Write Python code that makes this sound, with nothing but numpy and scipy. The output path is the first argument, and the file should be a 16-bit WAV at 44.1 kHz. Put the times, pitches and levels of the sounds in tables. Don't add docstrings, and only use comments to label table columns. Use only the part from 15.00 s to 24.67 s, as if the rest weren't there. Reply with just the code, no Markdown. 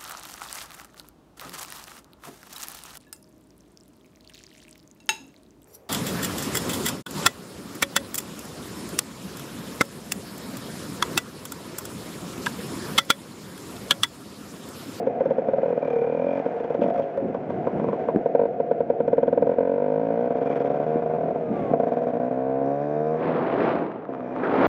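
import sys
import numpy as np
from scipy import signal
from scipy.fft import rfft, irfft
from scipy.io import wavfile
from scipy.ndimage import uniform_filter1d

SR = 44100
rng = np.random.default_rng(int(sys.argv[2]) if len(sys.argv) > 2 else 0)


def wrap_up_sound(samples):
    columns = np.atleast_2d(samples).T
    tamed = np.clip(columns, -1, 1)
    steps = np.round(tamed * 32767).astype(np.int16)
    wavfile.write(sys.argv[1], SR, steps)


N = 426447
TIME = np.arange(N) / SR

# t/s, speed/(turns per s)
CRANK_SPEED = [(0.0, 36.92), (0.713, 41.43), (0.975, 35.19), (1.361, 46.49), (1.775, 43.41), (2.012, 51.2),
               (2.447, 45.84), (3.47, 47.08), (4.046, 38.47), (4.634, 44.76), (5.128, 56.82), (5.39, 65.76),
               (6.036, 78.69), (6.379, 81.5), (6.72, 66.2), (6.8, 58.5), (7.117, 60.75), (7.656, 68.92),
               (8.166, 79.85), (8.82, 86.0), (9.2, 63.0), (9.67, 69.0)]
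# t/s, strength/dB
POPS = [(.072, -11), (.384, -11.5), (.778, -13), (1.463, -12.5), (1.606, -18), (1.647, -19), (1.706, -16.5),
        (1.75, -14.5), (1.821, -7.5), (1.998, -10), (2.179, -21), (2.35, -16.5), (2.506, -16), (2.674, -12),
        (3.089, -10), (3.261, -7.5), (3.352, -3.5), (3.396, -7), (3.603, -10.5), (3.714, -8.5), (3.807, -9),
        (3.903, -9.5), (4.005, -8), (4.472, -11), (4.586, -8.5), (6.36, -14.5), (6.738, -5.5), (6.802, -8),
        (6.836, -10.5)]
# first t/s, last t/s, strength/dB
RUNS = [(0.66, 0.728, -15), (0.829, 1.4, -16), (1.842, 1.906, -14.5), (1.946, 1.983, -22.5),
        (3.417, 3.456, -14), (4.495, 4.54, -14), (4.608, 4.998, -13.5), (5.015, 5.276, -15.5),
        (5.802, 5.843, -16), (5.867, 5.995, -17), (7.137, 7.171, -16.5), (7.202, 7.282, -17.5),
        (7.313, 8.147, -18), (8.16, 8.821, -23), (9.092, 9.66, -26.5)]
# first t/s, last t/s, strength/dB, firings in a row/count
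STUTTERS = [(0.208, 0.309, -13.5, 1), (0.487, 0.633, -14, 1), (2.801, 2.933, -18.5, 1),
            (4.081, 4.425, -11, 1), (5.308, 5.387, -16.5, 2), (5.417, 5.532, -16, 2),
            (5.563, 5.678, -16.5, 2), (5.704, 5.773, -16, 2), (6.024, 6.164, -18.5, 2),
            (6.186, 6.31, -18, 1), (6.872, 7.104, -17, 2)]
FIRING_SCATTER_DB = 1.1
FRESH_CHARGE_DB = 2.5
STEADY_TURNS_PER_S = 60

# t/s, f/Hz
PIPE_NOTE = [(0, 503), (.25, 535), (.39, 520), (.6, 560), (.72, 497), (.84, 560), (.93, 483), (1.02, 487),
             (1.35, 571), (1.6, 452), (1.9, 595), (2.6, 523), (4.6, 520.6), (5.1, 529), (5.36, 534),
             (5.52, 450), (6.2, 693), (7.4, 565), (8.1, 604)]
# t/s, share/(0 to 1)
SINGING_SHARE = [(0, 0.83), (.75, 0.61), (1.0, 0.35), (1.33, 0.93), (1.5, 0.4), (3.3, 0.28), (4.9, 0.62),
                 (5.4, 0.18), (9.67, 0)]
IDLE_TURNS_PER_S, PIPE_IDLE_LOSS_DB, PIPE_ADDED_LOSS_DB, PIPE_LOSS_POWER = 37.3, 7.5, 21.5, 1.3
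# f/Hz, level/dB
EXHAUST_COLOUR = [(40, -63), (150, -28), (300, -9.5), (400, 2.5), (480, 5.5), (600, -0.5), (720, 2),
                  (800, -14.5), (1000, -33.5), (1250, -44), (2400, -65.5), (7000, -105)]
# f/Hz, width/Hz, level/dB
SILENCER = [(464.7, 54, 8), (565.6, 56, 8), (560, 340, -5.5), (678.7, 78, 8.5)]
# f/Hz, width/Hz, level/dB
EXHAUST_DIP = [(960, 130, -8)]
# t/s, level/dB
THUMP_LEVEL = [(0, 6.5), (1.05, 6.5), (1.3, 11.5), (2.3, 3), (4.3, 8), (5.1, 11), (6.2, 7), (7.3, 13),
               (8.7, 7.5), (9.67, 18.5)]
# f/Hz, level/dB
THUMP_COLOUR = [(30, -46), (70, -26), (120, -19.5), (250, 1.5), (330, -13), (500, -12), (1500, -76),
                (5000, -97)]
# f/Hz, width/Hz, level/dB
AIRBOX = [(160.4, 54, 15.5), (183.2, 95, -13), (275.8, 8.1, 6)]
DEEP_HZ, DEEP_FULL_TURNS_PER_S, DEEP_GROWTH = 170, 110, 0.94
# t/s, level/dB
BARK_LEVEL = [(1.9, -27), (2.35, -5), (3.1, -3.5), (3.3, -45), (5.5, -17.5), (9.67, -11)]
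# f/Hz, level/dB, time to fall by 60 dB/s
BARK_MODES = [(945, -7.5, 0.076), (1015, -9.5, 0.071), (1104, -17.5, 0.083)]
# f/Hz, level/dB
RASP_COLOUR = [(50, -54.5), (300, -9.5), (700, 4), (900, 10), (1150, -8), (1500, 0.5), (1900, -12.5),
               (2350, -12.5), (3000, -29), (4500, -32.5), (6500, -46), (8000, -52), (14000, -63.5)]
# first t/s, last t/s, f/Hz, level/dB
DRONES = [(0.912, 1.04, 470.4, -27), (1.888, 1.95, 725, -29), (1.975, 2.003, 551.3, -23),
          (2.166, 2.19, 545, -19.5)]
DRONE_T60_S = 0.33
# first t/s, last t/s, multiple of crank speed, level/dB
HUMS = [(.93, 1.05, 21, -33.5), (1.814, 1.89, 5, -28.5), (1.91, 2.122, 14, -31), (6.56, 6.694, 8, -39.5),
        (6.583, 6.698, 7, -34), (6.403, 6.66, 6, -40), (7.85, 8.13, 4, -35)]
# t/s, level/dB
SPIT_LEVEL = [(0, -47.5), (.7, -55.5), (.9, -47.5), (1.1, -58.5), (1.35, -49.5), (2.6, -49.5), (3.4, -60),
              (4.3, -51), (4.8, -64), (5.3, -56), (5.55, -46.5), (6.1, -64), (6.9, -51.5), (7.5, -68.5),
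              (9.67, -60.5)]
# f/Hz, level/dB
SPIT_COLOUR = [(400, -22), (1100, 11), (1700, 4.5), (2300, 0.5), (2800, -10), (3300, -5.5), (4000, -20),
               (5000, -20.5), (6300, -22.5), (7500, -36.5), (14000, -40.5)]

# t/s, level/dB
GULP_LEVEL = [(0, -43), (4.5, -35), (5.2, -34), (6.0, -25), (7.0, -24.5), (7.7, -18.5), (8.15, -21.5),
              (9.0, -42.5), (9.67, -33)]
# f/Hz, level/dB
INTAKE_COLOUR = [(40, -47.5), (140, -5), (280, -7.5), (450, 1), (700, -4), (850, -13.5), (1300, -41.5),
                 (5000, -88)]
# share of a turn, level/dB
PORTS = [(0, 4.5), (0.363, -3), (0.621, -0.5)]
# t/s, level of air pumped through the silencer/dB, level of clatter/dB
RUNNING_LEVELS = [(0, -29, -39), (1.9, -31, -39), (2.4, -35, -41), (3.05, -27.5, -38.5),
                  (3.4, -29.5, -43.5), (6.6, -29, -42), (7.4, -26, -45), (8.15, -19, -49),
                  (8.9, -41.5, -66), (9.67, -54.5, -50)]
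# f/Hz, level/dB
CLATTER_COLOUR = [(50, -48.5), (300, 10.5), (800, 12), (1150, -2), (1500, 1), (1900, -6.5), (2400, -8.5),
                  (2900, -16.5), (3500, -22.5), (4300, -29), (6400, -35.5), (7800, -41.5), (14000, -59.5)]
# first t/s, last t/s, level/dB
RATTLES = [(1.36, 1.6, -40), (1.78, 2.0, -52), (2.5, 3.1, -42), (5.47, 5.62, -44), (6.56, 6.72, -39)]
# t/s, level/dB
CHAIN_LEVEL = [(0, -77.5), (4.3, -66), (5.0, -74.5), (6.3, -73.5), (6.6, -72), (6.9, -56.5), (7.55, -63.5),
               (7.7, -58.5), (8.2, -58), (8.8, -64), (9.2, -67.5), (9.67, -44)]
# f/Hz, level/dB
CHAIN_COLOUR = [(400, -20), (950, -6), (1080, -1), (1250, -5), (1700, 2), (2000, -8), (2400, -11),
                (3000, -23), (3500, -24), (3750, -19), (4100, -36), (5600, -30), (6400, -31), (7600, -46),
                (14000, -60)]
CHAIN_SCATTER_DB, CHAIN_JITTER_S = 2.5, .00012
# first t/s, last t/s, level/dB
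PINGS = [(.83, 1.36, -44.5), (5.47, 5.57, -48), (9.24, 9.5, -62)]
# f/Hz, level/dB, time to fall by 60 dB/s
FIN_MODES = [(2330, 0, .04), (2420, 0, .05)]
PING_REST_DB = -67
# first t/s, last t/s, level at first/dB, build-up/(dB per s)
WHINES = [(6.43, 6.72, -51, 45), (7.75, 8.12, -57, 10)]
# multiple of crank speed, level/dB, phase wander/radians
WHINE_PARTIALS = [(16, 0, .5), (30, -20, 1.2), (49, -27, 2.5)]
WHINE_ATTACK_S = .05
# first t/s, last t/s, level/dB
BUZZES = [(6.8, 7.33, -68.5), (7.645, 8.2, -64), (9.22, 9.5, -69.5)]
# f/Hz, level/dB, time to fall by 60 dB/s
BUZZ_MODES = [(3700, -3, .03), (4870, -5.5, .03), (5420, -2, 0.02), (5950, -5, .025)]
# first t/s, last t/s, level/dB
SCRAPES = [(1.814, 1.84, -49), (2.02, 2.032, -54)]
# f/Hz, level/dB
SCRAPE_COLOUR = [(800, -26), (1800, -8), (2400, 5), (2800, 2), (3300, 2), (3900, -16), (6500, -22),
                 (8000, -33), (14000, -45.5)]

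# t/s, level/dB
ROAD_LEVEL = [(0, -35.5), (1.7, -41), (2.1, -42), (2.5, -34.5), (3.6, -38.5), (4.4, -33), (4.8, -43),
              (6.4, -35), (7.5, -46), (9.67, -46)]
# first t/s, last t/s, rumble level/dB
PATCHES = [(1.795, 1.88, -29), (2.22, 2.3, -29.5), (2.5, 2.68, -33), (2.76, 2.87, -27.5),
           (4.15, 4.45, -37.5), (6.48, 6.73, -32), (7.64, 7.67, -37.5)]
# f/Hz, level/dB
RUMBLE_COLOUR = [(25, -44.5), (60, -18.5), (100, -7.5), (150, 2), (250, 5), (400, 0.5), (700, -8),
                 (1000, -26.5), (3000, -69.5)]
# t/s, peak level/dB
KNOCKS = [(1.797, -17), (2.246, -19.5), (2.262, -25), (2.298, -19), (2.817, -27), (3.147, -15), (3.16, -5),
          (3.17, -11.5), (5.958, -13), (6.516, -21), (6.707, -24), (6.714, -10.5)]
# f/Hz, level/dB
KNOCK_COLOUR = [(25, -6.5), (60, -22.5), (200, 2), (320, 2.5), (480, -4.5), (1000, -31), (3000, -67),
                (9000, -87.5)]
# t/s, peak level/dB
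TICKS = [(3.161, -26), (4.172, -39), (5.56, -39), (5.567, -31)]
# f/Hz, level/dB
TICK_COLOUR = [(300, -44.5), (1500, 23.5), (3500, -6), (7000, -20), (12000, -14), (14000, -33)]
# t/s, peak level/dB
CLACKS = [(8.917, -27), (9.023, -35), (9.053, -30), (9.137, -28), (9.149, -26), (9.206, -28.5),
          (9.291, -37), (9.363, -23)]
# f/Hz, level/dB
CLACK_COLOUR = [(300, -11), (1200, 20.5), (2000, 0), (3500, -13.5), (4500, -25), (6500, -29.5), (9000, -50)]

# t/s, level/dB
AIRFLOW_LEVEL = [(0, -78.5), (8.08, -55), (8.2, -37), (9.0, -41), (9.67, -34.5)]
# first t/s, last t/s, level at first/dB, build-up/(dB per s)
GUSTS = [(8.241, 8.747, -26, 1), (8.62, 8.69, -32.5, 0), (9.407, 9.675, -29.5, 21.5),
         (9.563, 9.675, -28.5, 11)]
# f/Hz, level/dB
WIND_COLOUR = [(25, -47), (80, -22.5), (150, -5.5), (310, 2), (450, 1), (700, -2), (1000, -6.5),
               (1600, -14), (2400, -21), (3500, -32.5), (5000, -46), (6500, -59.5), (8000, -71),
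               (14000, -71)]
GUST_ATTACK_S, GUST_RELEASE_S, GUST_FLUTTER_DB = 0.051, 0.12, 3
# first t/s, last t/s, level/dB
EDGE_RASPS = [(8.6, 8.72, -44), (9.436, 9.452, -33), (9.46, 9.55, -41), (9.6, 9.67, -37)]
# f/Hz, level/dB
EDGE_COLOUR = [(300, -29), (1000, 0), (1350, 9), (1700, 3.5), (2200, -5), (3000, -22), (5000, -35),
               (9000, -56.5)]

CUTOFF_HZ = 14000
LIMIT_DB, LIMIT_SHARE = -14.5, 0.3


def firings(turns, scatter_db, lead_s):
    fired = list(POPS)
    never_miss = len(TIME)
    for first, last, db, in_a_row in STUTTERS + [(*run, never_miss) for run in RUNS]:
        a, b = np.interp([first, last], TIME, turns)
        count = int(round(b - a)) + 1
        place = np.arange(count) % (round(in_a_row) + 1)
        fires = place < round(in_a_row)
        fires[-1] = True
        moments = np.interp(np.linspace(a, b, count), turns, TIME)
        fired += zip(moments[fires], db + FRESH_CHARGE_DB * (place[fires] == 0))
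    times, levels = np.transpose(fired)
    scatter = rng.standard_normal(1024)[:len(times)]
    unevenness = np.minimum(STEADY_TURNS_PER_S * turn_s(times), 1) ** 2
    return times - lead_s, from_db(levels + scatter_db * unevenness * scatter)


def exhaust(times, strength, ring_db, thump_db, thump_growth, rasp_db, rasp_s, buzz_db,
            chamber_hz, chamber_db, chamber_t60, chamber_growth):
    blows = repeat_early(clicks(times, strength), delay_s=0.00944, echo_db=-3.5, until_s=.65)
    puffs = blows + from_db(-40) * fade(blows, decay_s=.005) * rng.standard_normal(N)
    note = from_db(ring_db) * sing(tailpipe(puffs), width_hz=90, peak_db=4)
    speed = in_time(CRANK_SPEED)
    drive = puffs * (speed / speed.max()) ** chamber_growth
    note += ring(drive, [(chamber_hz, chamber_db, chamber_t60)])
    swept = clicks(times, strength ** thump_growth)
    thump = from_db(thump_db + in_time(THUMP_LEVEL)) * deepen(body(swept, THUMP_COLOUR, AIRBOX))
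    soft_puffs = signal.sosfilt(signal.butter(2, 1500, fs=SR, output="sos"), puffs)
    bark = ring(soft_puffs * from_db(in_time(BARK_LEVEL)), BARK_MODES)
    note += drones(times)
    panel_shake = from_db(buzz_db) * panels(swept, rise_s=0.0076, decay_s=0.0038)
    rasp = from_db(rasp_db) * fade(blows, rasp_s) * rng.standard_normal(N)
    return note + thump + bark + body(panel_shake + rasp, RASP_COLOUR)


def repeat_early(blows, delay_s, echo_db, until_s):
    early = blows * (TIME < until_s)
    return blows + from_db(echo_db) * np.interp(TIME - delay_s, TIME, early, left=0)


def tailpipe(x, count=4):
    note_hz = in_time(PIPE_NOTE)
    gained = np.maximum(in_time(CRANK_SPEED) - IDLE_TURNS_PER_S, 0)
    loss_db = PIPE_IDLE_LOSS_DB + PIPE_ADDED_LOSS_DB * (gained / gained.max()) ** PIPE_LOSS_POWER
    loss_db = np.maximum(loss_db, 0)
    gains = [from_db(-k * loss_db) for k in range(count)]
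    passes = sum(gain * np.interp(TIME - k / note_hz, TIME, x, left=0) for k, gain in enumerate(gains))
    even = passes / np.sqrt(np.sum(np.square(gains), axis=0))
    return body(even, EXHAUST_COLOUR, SILENCER + EXHAUST_DIP)


def sing(note, width_hz, peak_db):
    carrier = np.exp(2j * np.pi * np.cumsum(in_time(PIPE_NOTE)) / SR)
    r = np.exp(-np.pi * width_hz / SR)
    tone = 2 * np.real(carrier * signal.lfilter([1 - r], [1, -r], note / carrier))
    share = np.clip(in_time(SINGING_SHARE), 0, 1)
    return (1 - share) * note + share * from_db(peak_db) * tone


def deepen(thump):
    deep = signal.sosfilt(signal.butter(1, DEEP_HZ, fs=SR, output="sos"), thump)
    return thump - deep + deep * (in_time(CRANK_SPEED) / DEEP_FULL_TURNS_PER_S) ** DEEP_GROWTH


def drones(times):
    blows = clicks(times, 1.0)
    out = 0
    for first, last, hz, db in DRONES:
        caught = blows * swells([(first, last, db)], attack_s=0.016, release_s=0.016)
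        out = out + ring(caught, [(hz, 0, DRONE_T60_S)])
    return out


def hums(turns, waver_db):
    tones = 0
    for first, last, order, db in HUMS:
        level = swells([(first, last, db)], attack_s=.03, release_s=0.032)
        tones = tones + level * np.sin(2 * np.pi * round(order) * turns)
    return tones * from_db(waver_db * drift(25))


def spit(times, lead_s, decay_s):
    puffs = fade(clicks(times - lead_s, 1.), decay_s) * rng.standard_normal(N)
    return from_db(in_time(SPIT_LEVEL)) * rms_one(body(puffs, SPIT_COLOUR))


def intake(times, share):
    return from_db(in_time(GULP_LEVEL)) * body(clicks(times + share * turn_s(times), 0.6), INTAKE_COLOUR)


def port_clicks(turns, scatter_db):
    out = 0
    for share, db in PORTS:
        times = np.interp(np.arange(int(turns[-1]) - 1) + share, turns, TIME)
        scatter = rng.standard_normal(1024)[:len(times)]
        out = out + clicks(times, from_db(db + scatter_db * scatter))
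    return out


def pumping(strokes, times, level_db, intake_db, turbulence_db, smoothing_db):
    speed = in_time(CRANK_SPEED)
    hiss = from_db(turbulence_db - smoothing_db * speed / speed.max()) * rng.standard_normal(N)
    flow = rms_one(strokes) + hiss
    air = rms_one(body(flow, EXHAUST_COLOUR, SILENCER))
    air += from_db(intake_db) * rms_one(body(flow, THUMP_COLOUR, AIRBOX))
    return from_db(level_db) * (1 - pulling(times)) * air


def pulling(times):
    since = TIME - np.maximum.accumulate(np.where(clicks(times, 1.) > 0, TIME, -1))
    return uniform_filter1d(1. * (since < 1 / in_time(CRANK_SPEED)), size=600)


def clatter(strokes, slap_s, fan_db, beat_db):
    rattle = (rms_one(fade(strokes, slap_s)) + from_db(fan_db)) * rng.standard_normal(N)
    beat = from_db(beat_db) * rms_one(panels(strokes, rise_s=0.00016, decay_s=0.012))
    return rms_one(body(rms_one(rattle) + beat, CLATTER_COLOUR))


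def chain(times, share, decay_s, scatter_db):
    scatter, slack = rng.standard_normal((1024, 2))[:len(times)].T
    moments = times + share * turn_s(times) + CHAIN_JITTER_S * slack
    ticks = panels(clicks(moments, from_db(scatter_db * scatter)), rise_s=0.00012, decay_s=decay_s)
    return from_db(in_time(CHAIN_LEVEL)) * rms_one(body(ticks, CHAIN_COLOUR))


def fins(times, lead_s, shiver_db):
    blows = clicks(times - lead_s, 0.92)
    blows = blows + from_db(shiver_db) * fade(blows, decay_s=0.016) * rng.standard_normal(N)
    blows = blows * (from_db(PING_REST_DB) + swells(PINGS, attack_s=0.049, release_s=0.034))
    return ring(blows, FIN_MODES[:1]) - ring(blows, FIN_MODES[1:])


def gears(turns, waver_db):
    level = 0
    for *whine, build in WHINES:
        level = level + swells([whine], attack_s=WHINE_ATTACK_S, release_s=0.016, build_db_per_s=build)
    teeth = 0
    for order, db, wander in WHINE_PARTIALS:
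        teeth = teeth + from_db(db) * np.sin(2 * np.pi * order * turns + wander * drift(60))
    return level * from_db(waver_db * drift(21)) * teeth


def loose_parts(times):
    chatter = from_db(-20) * fade(clicks(times, 1.), decay_s=.004) * rng.standard_normal(N)
    buzz = ring(chatter * swells(BUZZES, attack_s=.01, release_s=.02), BUZZ_MODES)
    scrape = rms_one(body(rng.standard_normal(N), SCRAPE_COLOUR))
    return buzz + swells(SCRAPES, attack_s=.002, release_s=.008) * scrape


def road():
    patches = swells(PATCHES, attack_s=0.015, release_s=0.065)
    roughness = np.hypot(from_db(in_time(ROAD_LEVEL)), patches)
    noise = rms_one(body(rng.standard_normal(N), RUMBLE_COLOUR))
    rumble = roughness * from_db(1.5 * drift(15)) * noise
    return rumble + strikes(KNOCKS, KNOCK_COLOUR) + strikes(TICKS, TICK_COLOUR) + strikes(CLACKS, CLACK_COLOUR)


def wind(buffet_db, flutter_db, split_hz, brightening, treble_db):
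    gusts = sum(swells([gust], GUST_ATTACK_S, GUST_RELEASE_S, build) for *gust, build in GUSTS)
    force = from_db(in_time(AIRFLOW_LEVEL)) + gusts
    air = rms_one(body(rng.standard_normal(N), WIND_COLOUR))
    low = signal.sosfilt(signal.butter(1, split_hz, fs=SR, output="sos"), air)
    treble_gain = from_db(treble_db + flutter_db * drift(150)) * (force / force.max()) ** brightening
    eddies = low + (air - low) * treble_gain
    return force * eddies * from_db(buffet_db * drift(36))


def edge_rasp():
    hiss = rms_one(body(rng.standard_normal(N), EDGE_COLOUR))
    return swells(EDGE_RASPS, attack_s=0.005, release_s=.012) * hiss


def from_db(db):
    return 10 ** (np.asarray(db) / 20)


def rms_one(x):
    return x / np.sqrt(np.mean(x ** 2) + 1e-20)


def in_time(rows):
    s, *columns = np.transpose(rows)
    return np.squeeze([np.interp(TIME, s, c) for c in columns])


def turn_s(times):
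    return 1 / np.interp(times, *np.transpose(CRANK_SPEED))


def drift(rate):
    r = np.exp(-80 * np.pi * rate / SR)
    slow = signal.lfilter([1], [1, -2 * r, r * r], rng.standard_normal(N // 40 + 2002))[2000:]
    return np.interp(np.arange(N) / 40, np.arange(len(slow)), rms_one(slow))


def clicks(times, heights):
    out = np.zeros(N)
    np.add.at(out, np.clip(np.round(times * SR).astype(int), 0, N - 1), heights)
    return out


def fade(x, decay_s):
    return signal.lfilter([1], [1, -np.exp(-1 / (decay_s * SR))], x + 1e-18)


def swells(rows, attack_s, release_s, build_db_per_s=0):
    out = 0
    for first, last, db in rows:
        held = from_db(db + build_db_per_s * np.clip(TIME - first, 0, last - first))
        early, late = np.maximum(first - TIME, 0), np.maximum(TIME - last, 0)
        out = out + held * np.exp(-early / attack_s - late / release_s)
    return out


def body(x, colour, resonances=(), size=8192):
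    hz = np.maximum(np.arange(size // 2 + 1) * SR / size, 1)
    points = np.array(colour)
    db = np.interp(np.log(hz), np.log(points[:, 0]), points[:, 1])
    for centre, width, peak_db in resonances:
        db = db + peak_db / (1 + (2 * (hz - centre) / width) ** 2)
    cepstrum = irfft(np.log(from_db(db)))[:size // 2]
    cepstrum[0] /= 2
    response = irfft(np.exp(rfft(2 * cepstrum, size)))
    return signal.oaconvolve(x, response / np.abs(response).max())[:N]


def ring(x, modes):
    out = 0
    for hz, db, t60 in modes:
        r, w = from_db(-60 / (t60 * SR)), 2 * np.pi * hz / SR
        sine = signal.lfilter([0, np.sin(w)], [1, -2 * r * np.cos(w), r * r], x + 1e-18)
        out = out + from_db(db) * sine
    return out


def panels(x, rise_s, decay_s, size=2048):
    t = np.arange(size) / SR
    response = rng.standard_normal(size) * (1 - np.exp(-t / rise_s)) * np.exp(-t / decay_s)
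    return signal.oaconvolve(x, response / np.linalg.norm(response))[:N]


def strikes(rows, colour):
    times, db = np.transpose(rows)
    return body(clicks(times, from_db(db)), colour)


def limit(x, size=80):
    power = uniform_filter1d(x ** 2, size=size, axis=-1)
    over = uniform_filter1d(power, size=size, axis=-1) / from_db(LIMIT_DB) ** 2
    return x * (1 + over ** 2) ** (-LIMIT_SHARE / 2 / 2)


def scene():
    turns = np.cumsum(in_time(CRANK_SPEED)) / SR
    pump_db, clatter_db = in_time(RUNNING_LEVELS)
    clatter_gain = np.hypot(from_db(clatter_db), swells(RATTLES, attack_s=0.033, release_s=0.016))
    times, strength = firings(turns, scatter_db=FIRING_SCATTER_DB, lead_s=.0028)
    strokes = port_clicks(turns, scatter_db=2.2)
    engine = exhaust(times, strength, ring_db=3.5, thump_db=-16.5, thump_growth=0.84,
                     rasp_db=-48.5, rasp_s=0.0084, buzz_db=-16.5,
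                     chamber_hz=690, chamber_db=-25.0, chamber_t60=0.048, chamber_growth=9.7)
    engine += hums(turns, waver_db=2)
    engine += spit(times, lead_s=.004, decay_s=0.0092)
    engine += intake(times, share=0.5025)
    engine += pumping(strokes, times, pump_db, intake_db=-13, turbulence_db=4.5, smoothing_db=7.5)
    engine += clatter_gain * clatter(strokes, slap_s=0.0057, fan_db=5.5, beat_db=-4.5)
    engine += chain(times, share=.82, decay_s=0.00067, scatter_db=CHAIN_SCATTER_DB)
    engine += fins(times, lead_s=0.006, shiver_db=-29)
    engine += gears(turns, waver_db=2)
    engine += loose_parts(times)
    air = wind(buffet_db=0.5, flutter_db=GUST_FLUTTER_DB, split_hz=980, brightening=0.74, treble_db=-1.5)
    return (engine + road() + air + edge_rasp())[None]


def record(dry):
    thin = signal.sosfilt(signal.butter(2, 45, "high", fs=SR, output="sos"), dry)
    return signal.sosfilt(signal.cheby2(12, 70, CUTOFF_HZ, fs=SR, output="sos"), limit(thin))


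dry = scene()
out = record(dry)
wrap_up_sound(out)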